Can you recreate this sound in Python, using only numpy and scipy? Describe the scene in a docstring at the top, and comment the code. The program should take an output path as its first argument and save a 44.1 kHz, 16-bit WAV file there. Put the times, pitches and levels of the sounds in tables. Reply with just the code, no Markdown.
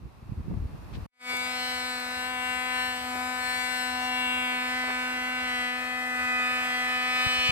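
"""A quiet driveway, then a dry lake bed. On the driveway, air buffets a phone and a sandal scuffs. The
scene changes: the tiny two-stroke glow engine of a model plane runs flat out some metres away, over a
light breeze, ticks and knocks. Its exhaust pops form a pulse train, heard as a harmonic buzz. Each pop
arrives directly and again off the hard ground, and the two interfere. The buzz sharpens whenever the
exhaust faces the moving phone, and one microphone port is shaded, most deeply at first."""
import sys
import numpy as np
from scipy import signal
from scipy.fft import rfft, irfft
from scipy.io import wavfile
from scipy.ndimage import uniform_filter1d, map_coordinates

SR = 44100
rng = np.random.default_rng(int(sys.argv[2]) if len(sys.argv) > 2 else 0)


def generate_wav(signal):
    """Clip the signal to [-1, 1] and save it as 16-bit WAV at the path in sys.argv[1]."""
    frames = np.transpose(np.atleast_2d(signal))
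    scaled = np.clip(frames, -1, 1) * 32767
    pcm = np.round(scaled).astype(np.int16)
    wavfile.write(sys.argv[1], SR, pcm)


N = 331191
TIME = np.arange(N) / SR
FFT_SIZE = 337500
FREQ = np.fft.rfftfreq(FFT_SIZE, 1 / SR)
DRIVEWAY_END_S = 1.064

# spectra of the outdoor background, buffeting air and breeze: (frequency [Hz], relative level [dB])
YARD_SPECTRUM = [(100, -11), (400, -2.5), (1100, 0), (1600, -9), (2200, -12), (2500, -10), (2680, -9),
                 (2950, -17), (4300, -16.5), (7000, -25.5), (14000, -26), (15000, -52)]
RUMBLE_SPECTRUM = [(20, -19), (50, 2), (130, -1.5), (250, -11.5), (400, -19), (800, -41), (2000, -46),
                   (8000, -94)]
BREEZE_SPECTRUM = [(20, -100), (45, -83.5), (80, -73.5), (130, -86.5), (200, -85), (400, -89.5),
                   (1500, -110)]
# gusts on the driveway: (time [s], relative level [dB], Gaussian width [s])
GUSTS = [(0.045, -35, 0.024), (0.312, -32, 0.031), (0.388, -33.5, 0.02), (0.51, -25.5, 0.033),
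         (0.61, -32, 0.068), (0.75, -41, 0.076), (0.99, -32, 0.082)]
# eddies on the ports: (time [s], relative level [dB], frequency [Hz], left minus right [dB])
PUFFS = [(0.056, -33, 105, -28), (0.23, -34, 95, 0), (0.297, -29, 100.6, -22), (0.322, -23.5, 127, -7),
         (0.379, -22.5, 78.4, -0.5), (0.404, -24, 69, -0.5), (0.484, -22.5, 140, -24),
         (0.519, -28, 130, 11), (0.544, -24, 105, 6), (0.573, -21, 110, 22), (0.6, -21.5, 58, 5),
         (0.624, -24, 60, 3), (0.655, -19.5, 62, -1), (1.028, -28, 60, 10), (7.268, -24.5, 94, 33),
         (7.389, -35, 63, -28), (7.495, -23, 111, 28)]
# short grainy noises: (time [s], level [dB], band centre [Hz], Gaussian width [s])
SHORT_NOISES = [(0.515, -50, 420, 0.005), (0.541, -45, 700, 0.002), (0.95, -49, 2200, 0.013),
                (0.962, -58, 4000, 0.002), (1.343, -44, 500, 0.013), (1.37, -39, 8930, 0.0025),
                (2, -49, 7800, .004), (3.154, -44, 330, .006), (4.05, -47.5, 4370, 0.035),
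                (4.535, -45, 480, .02), (4.843, -36, 550, 0.0026), (4.892, -38.5, 790, 0.016),
                (4.904, -28, 1000, 0.0026), (5.15, -49, 480, 0.055), (5.234, -49, 8950, .004),
                (6.196, -36, 1230, 0.0041), (6.4, -45, 420, .012)]
# the lake bed fades in: (time [s], relative level [dB])
FADE_IN = [(1.11, -64), (1.135, -44.5), (1.19, -31), (1.215, -14.5), (1.25, -7), (1.3, 2.5)]

# ground reflection, later and stronger as the plane gets nearer: (time [s], delay [ms], gain [ratio])
GROUND_ECHO = [(1.3, 1.402, 0.25), (1.6, 1.393, 0.26), (1.95, 1.357, 0.14), (2.3, 1.408, 0.07),
               (2.7, 1.452, 0.07), (3.0, 1.415, 0.1), (3.15, 1.318, 0.27), (3.5, 1.389, 0.13),
               (3.85, 1.417, 0.19), (4.05, 1.417, 0.26), (4.25, 1.466, 0.02), (4.55, 1.41, 0.19),
               (4.9, 1.39, 0.17), (5.25, 1.379, 0.22), (5.65, 1.522, 0.32), (5.95, 1.572, 0.41),
               (6.2, 1.548, 0.3), (6.45, 1.555, 0.54), (6.75, 1.587, 0.4), (7.1, 1.616, 0.38),
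               (7.3, 1.646, 0.46), (7.5, 1.666, 0.49)]
# reflection off the person holding the plane, inverted where the gain is negative:
# (time [s], left delay [ms], left gain [ratio], right delay [ms], right gain [ratio])
HOLDER_ECHO = [(1.3, 1.786, 0.16, 1.825, 0.08), (1.6, 1.825, 0.2, 1.762, 0.03),
               (1.95, 1.811, 0.11, 1.817, 0.09), (2.3, 1.798, 0.25, 1.829, 0.14),
               (2.7, 1.813, 0.19, 1.799, 0.25), (3.0, 1.784, 0.08, 1.81, 0.2),
               (3.15, 1.757, 0.08, 1.8, 0.18), (3.5, 1.804, 0.14, 1.817, 0.13),
               (3.85, 1.854, 0.22, 1.794, 0.1), (4.05, 1.774, 0.33, 1.753, 0.1),
               (4.25, 1.768, 0.41, 1.769, 0.08), (4.55, 1.835, 0.36, 1.847, 0.16),
               (4.9, 1.816, 0.11, 1.852, 0.11), (5.25, 1.829, 0.13, 1.822, 0.04),
               (5.65, 1.783, -0.02, 1.81, 0.12), (5.95, 1.708, -0.18, 1.903, 0.22),
               (6.2, 1.801, -0.23, 1.764, -0.22), (6.45, 1.781, -0.26, 1.812, -0.14),
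               (6.75, 1.868, -0.21, 1.704, 0.12), (7.1, 1.838, -0.29, 1.702, 0.24),
               (7.3, 1.811, -0.19, 1.715, 0.19), (7.5, 1.7, 0.16, 1.751, 0.25)]
# treble reflections off bystanders: (delay [ms], gain [ratio])
BYSTANDER_ECHOES = [(.8, .42), (2.7, .42)]
# response of the fully shaded right port: (frequency [Hz], gain [dB])
SHADE_RESPONSE = [(250.0, -1.9), (500.0, 0.5), (750.0, -2), (1000.0, -10.5), (1250.0, -12), (1750.0, -6.5),
                  (2250.0, -21.5), (2900.0, -3.9), (4200.0, 4.5), (5500.0, 1.5), (7500.0, -4.5)]
# depth of that shading: (time [s], share [0-1])
SHADE_DEPTH = [(1.3, .5), (1.6, 0.84), (2.3, 0.72), (2.85, 0.8), (3.1, 0.73), (3.85, 0.98), (4.4, 0.35),
               (5.3, 0.18), (5.9, 0.6), (6.35, .1), (6.85, 0.16), (7.5, 0.26)]

# registers of the buzz: (band [name], centre [Hz], random swell [dB])
REGISTERS = [("bass", 250, .1), ("steady hum", 500, .3), ("low middle", 750, .4), ("low middle", 1000, .5),
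             ("middle", 1500, .5), ("middle", 2000, .5), ("upper middle", 2760, .6),
             ("upper middle", 3260, .6), ("treble", 4000, .8), ("treble", 5560, 1.1), ("sizzle", 7800, .8),
             ("sizzle", 13500, .6)]
# each band as plane and phone turn: (time [s], gain [dB])
BASS_GAIN = [(1.3, -3.5), (3.0, -2.2), (3.1, 3), (3.3, 2.5), (3.42, -3.5), (3.75, -2), (3.92, 3),
             (4.8, 2.7), (5.5, 1.5), (6.4, 3), (7.5, 0)]
LOW_MIDDLE_GAIN = [(1.3, -4), (1.6, 0.5), (2.05, -1.8), (2.35, 2.5), (2.8, 2.0), (3.0, 0), (3.2, 4),
                   (3.7, -0.1), (4.05, 5), (4.35, 0.5), (4.8, -0.5), (5.2, -2.5), (5.7, -1.2), (6.1, -2.8),
                   (6.4, -1.5), (6.7, -1.5), (7.2, 0.5), (7.5, -2)]
MIDDLE_GAIN = [(1.3, -0.4), (1.6, -3), (2.05, -1.5), (2.35, -0.5), (2.8, 1.5), (3.0, -4), (3.2, -0.0),
               (3.7, 1.5), (4.05, -0.8), (4.35, -1), (4.8, 1.0), (5.2, -0.2), (5.7, 1), (6.1, -0.7),
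               (6.4, 3.5), (6.7, 0.5), (7.2, 1.6), (7.5, -0.5)]
UPPER_MIDDLE_GAIN = [(1.3, -1.5), (1.6, -1), (2.05, -5.5), (2.35, 1), (2.8, 0.4), (3.0, -0.5), (3.2, -4),
                     (3.7, -3.5), (4.05, 2), (4.35, 5.5), (4.8, -1.7), (5.2, -1.5), (5.7, 1.5), (6.1, -7.5),
                     (6.4, -1.5), (6.7, 0.8), (7.2, 4), (7.5, 10)]
TREBLE_GAIN = [(1.3, 1.2), (1.6, 0.9), (2.05, 1.5), (2.35, -3.7), (2.8, -2.7), (3.0, -2), (3.2, -1.7),
               (3.7, -1.5), (4.05, 0.7), (4.35, -5.5), (4.8, -2), (5.2, -4), (5.7, -3.5), (6.1, -6),
               (6.4, -2.5), (6.7, -2.3), (7.2, 1.5), (7.5, 5.5)]
SIZZLE_GAIN = [(1.3, 2), (1.6, 1.5), (2.3, 0), (2.85, 0), (3.1, 2), (3.85, 3), (4.4, -1.3), (4.7, -3),
               (5.3, -5.5), (5.6, -5.5), (5.9, -4.5), (6.35, -5.5), (6.85, -2.6), (7.5, -0.5)]

# engine speed, flat out with small surges and one sag: (time [s], firing rate [Hz])
FIRING_RATE = [(1.3, 249.7), (1.36, 249.6), (1.52, 251.3), (1.6, 250.2), (1.66, 250.8), (1.78, 250.4),
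               (1.88, 251.4), (1.96, 249.7), (2.06, 249.4), (2.14, 250.9), (2.22, 251.3), (2.32, 252.9),
               (2.38, 250.6), (2.44, 251.7), (2.56, 251.8), (2.66, 252.9), (2.72, 252.1), (2.84, 252.2),
               (2.98, 250.5), (3.16, 250.5), (3.3, 252.0), (3.44, 250.8), (3.52, 251.6), (3.66, 251.1),
               (3.72, 252.0), (3.78, 251.3), (3.94, 250.9), (4.18, 251.3), (4.28, 250.4), (4.38, 251.2),
               (4.5, 250.3), (4.64, 250.9), (4.8, 252.4), (4.92, 251.3), (5.14, 251.4), (5.18, 251.0),
               (5.34, 251.9), (5.46, 251.4), (5.52, 249.4), (5.62, 248.8), (5.82, 250.9), (6.0, 251.3),
               (6.24, 250.1), (6.36, 250.6), (6.42, 249.9), (6.6, 250.9), (6.8, 250.1), (6.94, 251.4),
               (7.0, 250.5), (7.1, 251.9), (7.3, 251.8), (7.46, 251.1)]
# intake pulse against the exhaust pop: (time [s], signed gain [ratio])
INTAKE_GAIN = [(1.3, -0.33), (1.6, -0.47), (2.3, -0.19), (2.85, -0.1), (3.1, -0.2), (3.85, 0.05),
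               (4.4, -0.12), (4.7, -0.1), (5.3, -0.13), (5.6, -0.31), (5.9, -0.04), (6.35, -0.07),
               (6.85, -0.08), (7.5, -0.33)]
# exhaust note: (harmonic [number], relative level [dB])
EXHAUST_HARMONICS = [(1, -43.3), (2, -51.5), (3, -40.9), (4, -39.8), (5, -43.4), (6, -39.2), (7, -36.3),
                     (8, -38), (9, -39.3), (10, -39.6), (11, -42.7), (12, -47), (13, -49), (14, -48.2),
                     (15, -54.5), (16, -49.3), (17, -51), (18, -54.5)]
# its upper overtones, with the cylinder's ring near 8 kHz: (frequency [Hz], relative level [dB])
CYLINDER_RING = [(5020, -57.3), (5522, -58.5), (6024, -63), (6777, -70), (7279, -59.8), (8032, -55.5),
                 (8785, -59.5), (9036, -64), (9800, -73), (11060, -65), (11810, -66), (12560, -74),
                 (15080, -74)]
# rush of gas and propeller wash: (frequency [Hz], relative level [dB])
RUSH_SPECTRUM = [(200, -96.5), (370, -86), (630, -77), (900, -73.6), (1500, -74), (2100, -72.5),
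                 (2700, -77.5), (3300, -85), (3900, -89), (5200, -91.8), (6500, -91.5), (8000, -86),
                 (9500, -91.5), (15000, -95)]


def undb(db):
    """Logarithmic level: decibels to an amplitude ratio."""
    return np.exp(np.asarray(db) * (np.log(10) / 20))


def unit(x):
    """Normalisation to an rms of 1."""
    return x / np.sqrt(np.mean(x ** 2))


def curves(table):
    """Linear interpolation in time: one curve for each column after the first."""
    times, *columns = np.transpose(table)
    return [np.interp(TIME, times, column) for column in columns]


def over_freq(hz, values):
    """Interpolation on a logarithmic frequency axis."""
    return np.interp(np.log(FREQ + 1), np.log(hz), values)


def bell(offset, width):
    """Gaussian envelope with a peak of 1."""
    return np.exp(-.5 * (offset / width) ** 2)


def filtered(x, response):
    """Convolution theorem: filtering multiplies the spectrum by a response."""
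    return irfft(rfft(x, FFT_SIZE) * response)[..., :N]


def colour(x, points):
    """Minimum-phase filter through (Hz, dB) points: it rings after a pulse, never before."""
    cepstrum = irfft(over_freq(*np.transpose(points)) * np.log(10) / 20)
    cepstrum[1:len(FREQ) - 1] *= 2
    cepstrum[len(FREQ):] = 0
    return filtered(x, np.exp(rfft(cepstrum)))


def noise(coherence):
    """Partial coherence: stereo white noise of 0 dB per Hz, a share of it common to both channels."""
    common, own = rng.standard_normal(N), rng.standard_normal((2, N))
    return (np.sqrt(coherence) * common + np.sqrt(1 - coherence) * own) * np.sqrt(SR / 2)


def drift(rate_hz):
    """Random modulation: held values, smoothed twice, with an rms of 1."""
    hold = int(SR / rate_hz)
    steps = np.repeat(rng.standard_normal(N // hold + 1), hold)
    return unit(uniform_filter1d(uniform_filter1d(steps, hold), hold)[:N])


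def delayed(x, ms):
    """Propagation delay along a path of changing length."""
    return map_coordinates(x, [np.arange(N) - ms * SR / 1000], order=3)


def yard(start_db=-59.5, rise_db_per_s=8):
    """Ambient noise: a faint, nearly incoherent outdoor background grows steadily on the driveway."""
    level_db = start_db + rise_db_per_s * np.minimum(TIME, DRIVEWAY_END_S)
    return unit(colour(noise(coherence=0.093), YARD_SPECTRUM)) * undb(level_db)


def breeze():
    """Turbulence: light wind on the lake bed makes a low, wavering noise."""
    return colour(noise(coherence=0.93), BREEZE_SPECTRUM) * undb(1.3 * drift(rate_hz=12))


def buffeting(draught_db=-44, gain_db=-7.5):
    """Turbulent pressure: gusts over a steady draught rumble unevenly on the ports."""
    airflow = undb(draught_db) + sum(undb(db) * bell(TIME - s, width) for s, db, width in GUSTS)
    flutter = undb(2.5 * drift(rate_hz=60))
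    return unit(colour(noise(coherence=0.27), RUMBLE_SPECTRUM) * flutter) * airflow * undb(gain_db)


def puffs(width_cycles=0.28, gain_db=-1):
    """Convected eddies: each one crossing a port pushes and pulls the membrane about once."""
    out = np.zeros((2, N))
    for s, db, hz, pan_db in PUFFS:
        cycles = (TIME - s) * hz
        near = np.abs(cycles) < 4
        swing = np.sin(2 * np.pi * cycles[near]) * bell(cycles[near], width_cycles)
        sides = undb(np.array([[pan_db], [-pan_db]]) / 2)
        out[:, near] += undb(db + gain_db) * sides / sides.mean() * swing
    return out


def short_noises(grain_db=3):
    """Band-limited noise bursts: scuffs, ticks, dull knocks and a brief high hiss in the buzz."""
    out = np.zeros((2, N))
    grainy = rng.standard_normal((2, N)) * undb(grain_db * drift(rate_hz=1500))
    for s, db, hz, width in SHORT_NOISES:
        near = np.abs(TIME - s) < .15
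        band = signal.butter(3, [hz / 2, min(hz * 2, .45 * SR)], "band", fs=SR, output="sos")
        burst = unit(signal.sosfilt(band, grainy[:, near]))
        out[:, near] += burst * undb(db) * bell(TIME[near] - s, width)
    return out


def reflections(direct, holder_ms, holder_gain, dull_hz=5000, sway_ms=0.1517):
    """Comb filtering: delayed copies off the clay, holder and bystanders interfere with direct sound."""
    ground_ms, ground_gain = curves(GROUND_ECHO)
    ground = delayed(filtered(direct, 1 / np.hypot(1, FREQ / dull_hz)), ground_ms)
    holder = delayed(filtered(direct, FREQ ** 2 / (FREQ ** 2 + 800 ** 2)), holder_ms)
    treble = filtered(direct, FREQ ** 4 / (FREQ ** 4 + 3800 ** 4))
    scatter = sum(gain * delayed(treble, ms + sway_ms * drift(rate_hz=5))
                  for ms, gain in BYSTANDER_ECHOES)
    return direct + ground_gain * ground + holder_gain * holder + scatter


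def ports(left, right, left_lag_ms=0.21, baffle_hz=1800):
    """Diffraction: long waves bend round to the left port late; the right is shaded in the midrange."""
    depth, = curves(SHADE_DEPTH)
    shaded = filtered(right, undb(over_freq(*np.transpose(SHADE_RESPONSE))))
    lag_s = left_lag_ms / 1000 / np.hypot(1, FREQ / baffle_hz) / np.hypot(1, FREQ / 11000)
    lagged = filtered(left, np.exp(-2j * np.pi * FREQ * lag_s))
    return np.array([lagged, right + depth * (shaded - right)])


def directivity(note, rush, rush_beaming=0.25):
    """Directional radiation: registers swell as plane and phone turn; the rush spreads more evenly."""
    courses = {"bass": BASS_GAIN, "low middle": LOW_MIDDLE_GAIN, "middle": MIDDLE_GAIN,
               "upper middle": UPPER_MIDDLE_GAIN, "treble": TREBLE_GAIN, "sizzle": SIZZLE_GAIN}
    centres = [hz for _, hz, _ in REGISTERS]
    crossover = np.array([over_freq(centres, weights) for weights in np.eye(len(centres))])
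    tones, hisses = filtered(note, crossover), filtered(rush, crossover[:, None])
    out = 0
    for tone, hiss, (band, _, swell_db) in zip(tones, hisses, REGISTERS):
        aim_db = curves(courses[band])[0] if band in courses else 0
        change_db = aim_db + swell_db * drift(rate_hz=6)
        out = out + tone * undb(change_db) + hiss * undb(rush_beaming * change_db)
    return out


def shimmer(note, firing_hz, depth_db=3.0, from_hz=1400, count=5):
    """Amplitude modulation: neighbouring overtones swell and fade independently, the high ones most."""
    harmonic = np.round(FREQ / firing_hz)
    high_pass = FREQ ** 2 / (FREQ ** 2 + from_hz ** 2)
    groups = filtered(note, high_pass * (harmonic % count == np.arange(count)[:, None]))
    return note + sum(group * (undb(depth_db * drift(rate_hz=7)) - 1) for group in groups)


def gas_rush(turns, pulse_depth=0.35, gain_db=-3.5, rise_db_per_s=0.46):
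    """Flow noise: gas and propeller wash pulse once a turn and grow as the phone comes round."""
    pulsing = unit(1 + pulse_depth * np.cos(2 * np.pi * (turns - .2)))
    level_db = gain_db + rise_db_per_s * TIME + drift(rate_hz=13)
    return colour(noise(coherence=0.22) * pulsing * undb(level_db), RUSH_SPECTRUM)


def pulse_train(turns, harmonics=63):
    """Fourier synthesis: equal harmonics add to a band-limited click at each whole turn."""
    offset = turns - np.round(turns)
    terms = 2 * harmonics + 1
    return terms * np.sinc(terms * offset) / np.sinc(offset) - 1


def exhaust_note(turns, firing_hz, intake_lag_turns=.714, intake_hz=2500, lead_ms_per_octave=1.2):
    """Source and filter: one sharp pop a turn rings the exhaust, and a duller intake gulp follows."""
    intake_gain, = curves(INTAKE_GAIN)
    intake = filtered(pulse_train(turns - intake_lag_turns), 1 / np.hypot(1, FREQ / intake_hz))
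    excitation = (pulse_train(turns) + intake_gain * intake) / np.sqrt(2)
    overtones = [(k * firing_hz, db) for k, db in EXHAUST_HARMONICS] + list(CYLINDER_RING)
    note = colour(excitation, overtones)
    # each pop starts with its crack; the lower overtones follow a little later
    group_delay_s = -lead_ms_per_octave / 1000 * np.log2(1 + FREQ / 400)
    return filtered(note, np.exp(-2j * np.pi * np.cumsum(group_delay_s) * FREQ[1]))


def engine(stumble=0.0008, wander=0.00032):
    """Periodic combustion: a two-stroke fires once a turn, so its slightly uneven speed sets the pitch."""
    hz, = curves(FIRING_RATE)
    unevenness = stumble * drift(rate_hz=130) + wander * drift(rate_hz=14)
    turns = np.cumsum(hz * (1 + unevenness)) / SR
    note = exhaust_note(turns, hz.mean())
    rush = gas_rush(turns)
    return shimmer(note, hz.mean()), rush


def scene():
    """Superposition: the driveway, a moment of silence, then the running engine in a light breeze."""
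    note, rush = engine()
    left, right = directivity(note, rush)
    left_ms, left_gain, right_ms, right_gain = curves(HOLDER_ECHO)
    buzz = ports(reflections(left, left_ms, left_gain), reflections(right, right_ms, right_gain))
    fade_db, = curves(FADE_IN)
    lake_bed = (breeze() + buzz) * undb(fade_db - fade_db[-1])
    driveway = (yard() + buffeting()) * np.clip((DRIVEWAY_END_S - TIME) / 0.0015, 0, 1)
    return driveway + lake_bed + puffs() + short_noises()


def record(dry, low_cut_hz=36, top_hz=15500):
    """Band limiting: the phone thins the deepest rumble and cuts the top."""
    thinned = signal.sosfilt(signal.butter(2, low_cut_hz, "high", fs=SR, output="sos"), dry)
    return signal.sosfilt(signal.ellip(10, .1, 80, top_hz, fs=SR, output="sos"), thinned)


dry = scene()
out = record(dry)
generate_wav(out)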